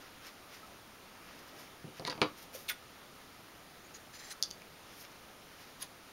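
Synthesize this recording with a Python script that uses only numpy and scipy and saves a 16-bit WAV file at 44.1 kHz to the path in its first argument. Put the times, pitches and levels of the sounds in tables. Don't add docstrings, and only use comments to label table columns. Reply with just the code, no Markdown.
import sys
import numpy as np
from scipy import signal
from scipy.io import wavfile
from scipy.ndimage import uniform_filter1d

SR = 44100
rng = np.random.default_rng(int(sys.argv[2]) if len(sys.argv) > 2 else 0)


def voltage_ratio(level):
    return 10 ** (np.asarray(level, float) / 20)


def dump(signal):
    limited = np.clip(np.atleast_2d(signal).T, -1, 1)
    pcm = np.round(limited * 32767).astype(np.int16)
    wavfile.write(sys.argv[1], SR, pcm)


N = 269892

# (time [s], level [dB], centre [Hz], blade ring [dB], overtone [dB])
SNAPS = [(4.426, -20, 6600, -30, -1), (4.42625, -12.5, 4900, -19, -20), (4.433, -31, 5600, -5, -16),
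         (4.4345, -24, 4800, -7, -18), (4.4359, -24, 5400, -9, -20), (4.506, -33, 5200, -14, -8),
         (4.511, -28, 6500, -18, -8), (4.5112, -33, 4700, -9, -14), (4.535, -46, 6000, -25, 3),
         (4.6195, -43, 5200, -25, -3), (4.9394, -50, 3000, -20, -20), (5.05, -41.5, 2800, -22, -3),
         (5.0505, -48, 9000, -25, -3)]
# (time [s], level [dB], centre [Hz], blade ring [dB], overtone [dB])
CLATTER = [
    (1.9965, -31, 4600, -23, -6),
    (2.0507, -23, 4100, -22, -11),
    (2.0985, -24, 4540, -13, -20),
    (2.124, -44, 3500, -26, -10),
    (2.1275, -35.5, 2970, -24, -4),
    (2.152, -42, 2600, -12, -8),
    (2.178, -40, 2500, -20, 1),
    (2.2164, -15.5, 4300, -18, -12),
    (2.2178, -26.5, 5640, -15, 0),
    (2.229, -27.5, 4400, -10, -15),
]
# (frequency [Hz], level [dB], t60 [s])
BLADE_MODES = [(3530, 4, 0.049), (4020, -2, 0.036), (4840, -3, 0.041), (4650, 1, 0.22), (5450, -17, 0.043),
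               (5900, -5, 0.085), (5900, 3.5, 0.059), (6000, -23, 0.048), (6450, 0, 0.074), (6900, -6, .06),
               (8800, -7, 0.065), (10200, -19, .05)]
# (time [s], level [dB], hardness [Hz], ring factor [1], desk-top boom [dB])
KNOCKS = [(1.843, -39.5, 450, 0.35, 8.5), (1.878, -47.5, 398, 0.97, 7), (1.997, -33.5, 1010, 0.58, -1.5),
          (2.022, -39, 1000, 0.44, -4), (2.050, -36, 1500, 0.91, 1), (2.075, -30.5, 1290, 0.87, -18),
          (2.098, -36, 1500, 0.77, -8), (2.1257, -33.5, 2200, 0.35, -20), (2.153, -42, 1500, 0.44, 0),
          (2.178, -37, 980, 0.96, -2), (2.2164, -15.5, 2960, 0.7, -13), (2.229, -25, 4000, 0.47, -14)]
# (frequency [Hz], level [dB], t60 [s])
DESK_MODES = [(302.3, -2, 0.32), (406, 1.5, 0.13), (459, -1.5, 0.21), (560, -6.5, .1), (700, -6, 0.085),
              (802, -6.5, 0.077), (892, -8, 0.12), (1016, -6.5, 0.18), (1188, -9.5, 0.35), (1380, -7, 0.14),
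              (1600, -11, 0.066), (1710, -6.5, 0.085), (2020, -18, 0.13), (2200, -1.5, 0.067),
              (2480, -9, .075), (2870, -8, 0.067), (3320, -8, 0.15), (3820, -11, 0.2), (4450, -9, .1),
              (5260, -16, .1), (5900, -24, .1), (6800, -24, .1)]
# (frequency [Hz], level [dB], t60 [s])
BOOM_MODES = [(150.6, -3, 0.1), (234, -15, .08)]
# (time [s], level [dB],
# frequency [Hz], t60 [s])
TAPS = [(.63, -46, 1300, .055), (1.843, -44, 440.7, 0.022), (2.2, -49, 920, 0.03),
        (2.051, -32.5, 2150, .013), (2.08, -45, 301, .2), (2.08, -29.5, 987, 0.041),
        (2.124, -32, 1600, .012), (2.125, -36, 950, 0.021), (1.6, -46, 1030, .021),
        (2.2164, -15.5, 2350, .014), (2.217, -29, 460, .029), (2.2174, -21.5, 1600, 0.016),
        (2.219, -30.5, 560, 0.07), (2.222, -32.5, 301, 0.17), (2.549, -29, 546, 0.019),
        (2.702, -38, 1450, 0.08), (4.336, -46, 1300, .04), (4.5112, -37.5, 3100, 0.0069),
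        (4.6195, -38, 2360, 0.0083)]
# (peak [s], rise [s], fall [s], level [dB], brightness [dB])
DRAGS = [
    (2.076, 0.021, 0.016, -33.5, 0.5),
    (2.103, .005, 0.025, -39.5, -4.5),
    (2.116, 0.0068, 0.016, -48, -2),
    (2.131, 0.0035, 0.018, -50, 0),
]
# (peak [s], rise [s], fall [s], level [dB], brightness [dB])
OPENS = [
    (2.69, 0.0084, 0.0097, -38, 0.92),
    (2.7, .012, 0.0088, -34.5, 1),
    (2.71, .01, 0.038, -47, -0.4),
]
# (peak [s], rise [s], fall [s], level [dB], brightness [dB])
REOPENS = [
    (5.826, .03, 0.03, -46, 0.91),
]
# (peak [s], rise [s], fall [s], level [dB], brightness [dB])
CUTS = [
    (3.955, 0.016, 0.025, -55.5, 0.2),
    (4.15, 0.021, 0.032, -54.5, 0.83),
    (4.197, 0.016, .036, -54.5, 0.5),
    (4.245, .025, 0.029, -56, 0.18),
    (4.28, .025, 0.029, -56.5, 1.4),
    (4.318, .022, 0.016, -47.5, 3.1),
]
# (peak [s], rise [s], fall [s], level [dB], brightness [dB])
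RUBS = [ (0.016, 0.017, 0.15, -64, -4.5), (0.272, 0.06, .045, -54, -2.5), (0.545, 0.064, 0.068, -56.5, -2),
        (0.672, 0.025, .02, -65, 2), (1.3, 0.19, 0.24, -66.5, -9.5), (1.392, .014, 0.01, -58.5, 0),
        (1.49, 0.067, .03, -61, -1.5), (1.592, 0.063, 0.15, -58.5, -0.5), (1.985, 0.058, 0.013, -59.5, -5),
        (2.385, 0.028, 0.073, -58, 2.5), (2.43, 0.037, .035, -59.5, 6), (2.553, 0.027, 0.036, -50, 5.5),
        (2.59, 0.033, 0.13, -58.5, 6), (4.911, 0.19, 0.34, -65.5, -5), (5.019, 0.11, 0.048, -59.5, 7.5),
        (5.052, .02, 0.0063, -58, -6), (5.12, .05, 0.033, -68, -4), (5.62, .12, 0.09, -62, -2.5),
        (5.7, 0.064, 0.074, -67, 3)]
# (centre [Hz], width [Hz], level [dB])
DRAG_RING = [(930, 74, -3), (1940, 45, -3), (3770, 110, -4), (4400, 300, 4), (4750, 51, -1), (5540, 68, -6),
             (9420, 60, 0), (13000, 43, -25)]
OPEN_RING = [(1540, 180, -9), (2400, 370, 1), (3410, 180, 3), (4300, 110, -18), (8400, 100, -5),
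             (11900, 150, -8), (15200, 120, -14)]
REOPEN_RING = [(1070, 200, -4), (3840, 300, -2), (4890, 250, 7), (6500, 120, 3.5), (10300, 150, -9),
               (13500, 150, -12)]
CUT_RING = [(1880, 420, 9), (4100, 250, 1), (5000, 400, 1), (6100, 350, 5), (7360, 60, -11), (8950, 90, -4),
            (10200, 90, -6), (12700, 50, -10), (13800, 190, -15), (15100, 43, -13)]
RUB_RING = [(1710, 1400, 1.5), (5180, 1100, -3), (12200, 2000, -5)]
# (start [s], length [s], from [Hz], to [Hz], level [dB])
SQUEAKS = [
    (3.832, .05, 6750, 6800, -64),
    (3.936, 0.04, 6540, 6980, -52.5),
    (4.133, .05, 7100, 7060, -57),
    (4.18, .05, 7150, 7350, -58),
    (4.223, 0.073, 7230, 7240, -56),
    (4.295, 0.032, 7600, 7850, -45),
]
# (start [s], length [s], from [Hz], to [Hz], level [dB])
CHIRPS = [
    (2.681, .016, 8800, 8400, -50),
    (2.691, 0.017, 12900, 15400, -41),
    (2.696, .016, 12000, 10940, -45),
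    (2.714, 0.012, 9800, 8800, -49),
    (5.809, .013, 14800, 13300, -54),
    (5.821, 0.0096, 10900, 9680, -37.5),
]
# (start [s], length [s], from [Hz], to [Hz], level [dB])
GROANS = [
    (2.682, .022, 4300, 2140, -43.5),
    (2.69, .03, 2460, 1380, -40.5),
    (4.315, .017, 8650, 10100, -50),
]
# (peak [s], rise [s], fall [s], level [dB])
SHIFTS = [
    (0.022, 0.027, 0.051, -60),
    (0.4, 0.33, 0.17, -67),
    (1.178, 0.029, .02, -66),
    (1.55, .3, 0.29, -57.5),
    (1.851, .008, 0.12, -59),
]
# (frequency [Hz], level [dB])
HISS_COLOUR = [(25, -4.5), (80, -1), (250, 0.5), (700, -2), (1100, -3.5), (1600, -5), (3000, -8),
               (5500, -12), (9500, -15.5), (15500, -19.5)]
# (centre [Hz], width [Hz], level [dB])
WHINE = (15700, 60, -90)
# (centre [Hz], width [Hz], level [dB])
HUM = (1273, 220, -68)
# (swell depth [dB], roundness [1], body [dB], fizz [dB], swell share the body ignores [1])
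RUB_FEEL = (18.5, 1, -3, -3.5, 0.5)
DRAG_FEEL = (27.5, 0.56, -4.5, -16, 0.4432)
OPEN_FEEL = (22, 1, -0.5, -3, 0)
CUT_FEEL = (13.5, 2.5, -4, -10, 0.14)


def evened(x):
    return x / np.sqrt(np.mean(x ** 2) + 1e-20)


def add(mix, start_s, sound):
    part = mix[round(start_s * SR):][:len(sound)]
    part += sound[:len(part)]


def band(x, lo_hz, hi_hz):
    sos = signal.butter(2, [lo_hz, min(hi_hz, 0.49 * SR)], "band", fs=SR, output="sos")
    return signal.sosfilt(sos, x)


def resonate(x, hz, width_hz):
    turn = np.exp(2j * np.pi * np.cumsum(hz * np.ones(len(x))) / SR)
    pole = np.exp(-np.pi * width_hz / SR)
    return 2 * (turn * signal.lfilter([1 - pole], [1, -pole], x / turn)).real


def smoothed(x, size, axis):
    return evened(uniform_filter1d(uniform_filter1d(x, size=size, axis=axis), size=size, axis=axis))


def unroll(rows):
    s, *columns = np.transpose(rows)
    t = np.arange(s[0], s[-1], 1 / SR)
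    return s[0], [np.interp(t, s, c) for c in columns]


def swell(peak_s, rise_s, fall_s, depth_db, roundness=0.71):
    u = np.linspace(-1, 1, num=17)
    s = peak_s + u * np.where(u < 0, abs(rise_s), abs(fall_s))
    return np.maximum(s, 0), depth_db * abs(u) ** roundness


def ring(modes, factor, spread_db, rough):
    t = np.arange(SR // 5) / SR
    hz, db, t60 = np.transpose(modes)[:, :, None]
    db = db + spread_db * rng.standard_normal(hz.shape)
    a, b = (smoothed(v, 110, -1) for v in rng.standard_normal((2, len(modes), len(t))))
    depth = rough * np.minimum(hz / 760.0, 1) * np.minimum(t / 0.0014, 1)
    flutter = 1 + depth * (a + 1j * b)
    waves = (flutter * np.exp(2j * np.pi * hz * t)).imag
    return (voltage_ratio(db - 60 * t / (t60 * factor)) * waves).sum(0)


def tick(s, db, hz, ring_db, over_db):
    t60 = 0.0028
    crack = tap(s, 0, hz, t60)[1] + tap(s, over_db, 1.76 * hz, 0.61 * t60)[1]
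    blades = ring(BLADE_MODES, 0.64, spread_db=4.0, rough=1.6)[:len(crack)]
    return s, voltage_ratio(db) * (crack / abs(crack).max() + voltage_ratio(ring_db) * blades / abs(blades).max())


def knock(s, db, hard_hz, factor, boom_db):
    wood = ring(DESK_MODES, factor, spread_db=1.5, rough=1.36)
    t = np.arange(len(wood)) / SR
    rattle = rng.standard_normal(len(wood)) * voltage_ratio(-60 * t / (0.11 * factor))
    wood = wood / abs(wood).max() + voltage_ratio(-4.0) * rattle
    wood = signal.lfilter(*signal.butter(2, hard_hz, fs=SR), wood)
    boom = ring(BOOM_MODES, 0.65, spread_db=1.5, rough=1.5)
    return s, voltage_ratio(db) * band(wood / abs(wood).max() + voltage_ratio(boom_db) * boom, 150.0, 11000.0)


def tap(s, db, hz, t60):
    t = np.arange(SR // 5) / SR
    return s, voltage_ratio(db - 60 * t / t60) * np.sin(2 * np.pi * hz * t) * np.minimum(t * hz / 1.77, 1)


def pressure(row, feel):
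    *shape, db, bright_db = row
    depth_db, roundness, body_db, fizz_db, ignored = feel
    s, under_db = swell(*shape, depth_db, roundness)
    body = body_db - bright_db + ignored * under_db
    return np.transpose([s, db - under_db, body, fizz_db + bright_db + 0 * s])


def stroke(row, feel, peaks, grain_db, ring_db, top_hz=21000, low_hz=800):
    s, (level_db, body_db, fizz_db) = unroll(pressure(row, feel))
    lead = 2000
    n = len(level_db) + lead
    sizes = np.minimum(rng.exponential(1, n // 24 + 1), 3)
    slips = rng.standard_normal(n) * voltage_ratio(grain_db * np.repeat(sizes, 24)[:n])
    rung = sum(voltage_ratio(db) * evened(resonate(slips, hz, width_hz)) for hz, width_hz, db in peaks)
    slips = evened(slips) + voltage_ratio(ring_db) * rung
    limits_hz = (low_hz, 3000), (3000, 7500), (8000, top_hz)
    body, mid, fizz = (evened(band(slips, lo, hi)[lead:]) for lo, hi in limits_hz)
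    sound = voltage_ratio(level_db) * (mid - voltage_ratio(body_db) * body - voltage_ratio(fizz_db) * fizz)
    return s, sound * signal.windows.tukey(len(sound), min(0.0027 * SR / len(sound), 1))


def glide(start_s, length_s, from_hz, to_hz, db, swell_db):
    half_s = length_s / 2
    s, under_db = swell(start_s + half_s, half_s, half_s, swell_db, roundness=2.5)
    return np.transpose([s, np.linspace(from_hz, to_hz, len(s)), db - under_db])


def squeak(row, swell_db, width_hz):
    s, (hz, db) = unroll(glide(*row, swell_db))
    lead = 600
    noise = rng.standard_normal(len(hz) + lead)
    whistle = resonate(noise, np.pad(hz, (lead, 0), "edge"), width_hz)[lead:]
    return s, voltage_ratio(db) * evened(whistle)


def shift(peak_s, rise_s, fall_s, level_db):
    s, under_db = swell(peak_s, rise_s, fall_s, depth_db=13)
    start_s, (db,) = unroll(np.transpose([s, level_db - under_db]))
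    rumble = evened(band(rng.standard_normal(len(db)), 180.0, 720.0))
    return start_s, voltage_ratio(db) * rumble * signal.windows.tukey(len(db), 0.1)


def room(x, first_s=0.006):
    t60 = 0.17
    at = np.arange(round(first_s * SR), SR // 3, 20)
    taps = np.zeros(SR // 2)
    signs = rng.choice([-1.0, 1.0], len(at))
    taps[at + rng.integers(0, 20, len(at))] = signs * voltage_ratio(-60 * at / SR / t60)
    taps = signal.lfilter(*signal.butter(1, 6000.0, fs=SR), taps)
    return signal.fftconvolve(x, taps / np.linalg.norm(taps))[:N]


def hiss():
    bin_hz = np.fft.rfftfreq(1024, 1 / SR)
    a, b, patches = rng.standard_normal((N // 256 + 5, 513, 3)).T
    patches = evened(uniform_filter1d(uniform_filter1d(patches, size=14, axis=0), size=14, axis=1))
    hz, db = np.transpose(HISS_COLOUR)
    colour_db = np.interp(np.log(bin_hz + 1), np.log(hz), db)[:, None]
    spectrum = (a + 1j * b) * voltage_ratio(colour_db + 0.79 * patches)
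    air = signal.istft(spectrum, nperseg=1024, noverlap=768)[1][:N]
    noise = rng.standard_normal(N)
    tones = 0
    for hz, width_hz, db in (HUM, WHINE):
        tones = tones + voltage_ratio(db) * evened(resonate(resonate(noise, hz, width_hz), hz, width_hz))
    return voltage_ratio(-55) * evened(air) + tones


def scene():
    rubs, hits, snaps = np.zeros((3, N))
    for row in SNAPS:
        add(snaps, *tick(*row))
    for row in CLATTER:
        add(rubs, *tick(*row))
    for row in KNOCKS:
        add(hits, *knock(*row))
    for row in TAPS:
        add(hits, *tap(*row))
    for row in DRAGS:
        add(rubs, *stroke(row, DRAG_FEEL, DRAG_RING, grain_db=5.0, ring_db=-12.0, top_hz=14000.0))
    for row in OPENS:
        add(rubs, *stroke(row, OPEN_FEEL, OPEN_RING, grain_db=1.0, ring_db=-5.5, low_hz=1250.0))
    for row in REOPENS:
        add(rubs, *stroke(row, OPEN_FEEL, REOPEN_RING, grain_db=1.7, ring_db=-16.0,
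                          top_hz=14300.0, low_hz=550.0))
    for row in CUTS:
        add(rubs, *stroke(row, CUT_FEEL, CUT_RING, grain_db=1.8, ring_db=-8.5))
    for row in RUBS:
        add(rubs, *stroke(row, RUB_FEEL, RUB_RING, grain_db=2.4, ring_db=1.5, top_hz=16000.0))
    for row in SQUEAKS:
        add(rubs, *squeak(row, swell_db=14, width_hz=49.0))
    for row in CHIRPS:
        add(rubs, *squeak(row, swell_db=7, width_hz=160))
    for row in GROANS:
        add(rubs, *squeak(row, swell_db=7, width_hz=620))
    for row in SHIFTS:
        add(rubs, *shift(*row))
    direct = rubs + hits + snaps
    reflected = voltage_ratio(-12.0) * room(hits) + voltage_ratio(-16.0) * room(rubs) + voltage_ratio(-15.5) * room(snaps, first_s=0.007)
    return (direct + reflected + hiss())[None]


def roll_off(x):
    return signal.sosfilt(signal.butter(12, 16610, fs=SR, output="sos"), x)


def record(dry):
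    notch_hz, notch_width_hz, edge_hz = 7850, 1420, 15800
    notched = signal.lfilter(*signal.iirnotch(notch_hz, notch_hz / notch_width_hz, SR), dry)
    low_pass = signal.firwin(801, edge_hz, window=("kaiser", 7), fs=SR)
    mix = signal.oaconvolve(notched, low_pass[None], "same")
    return roll_off(mix)


dry = scene()
out = record(dry)
dump(out)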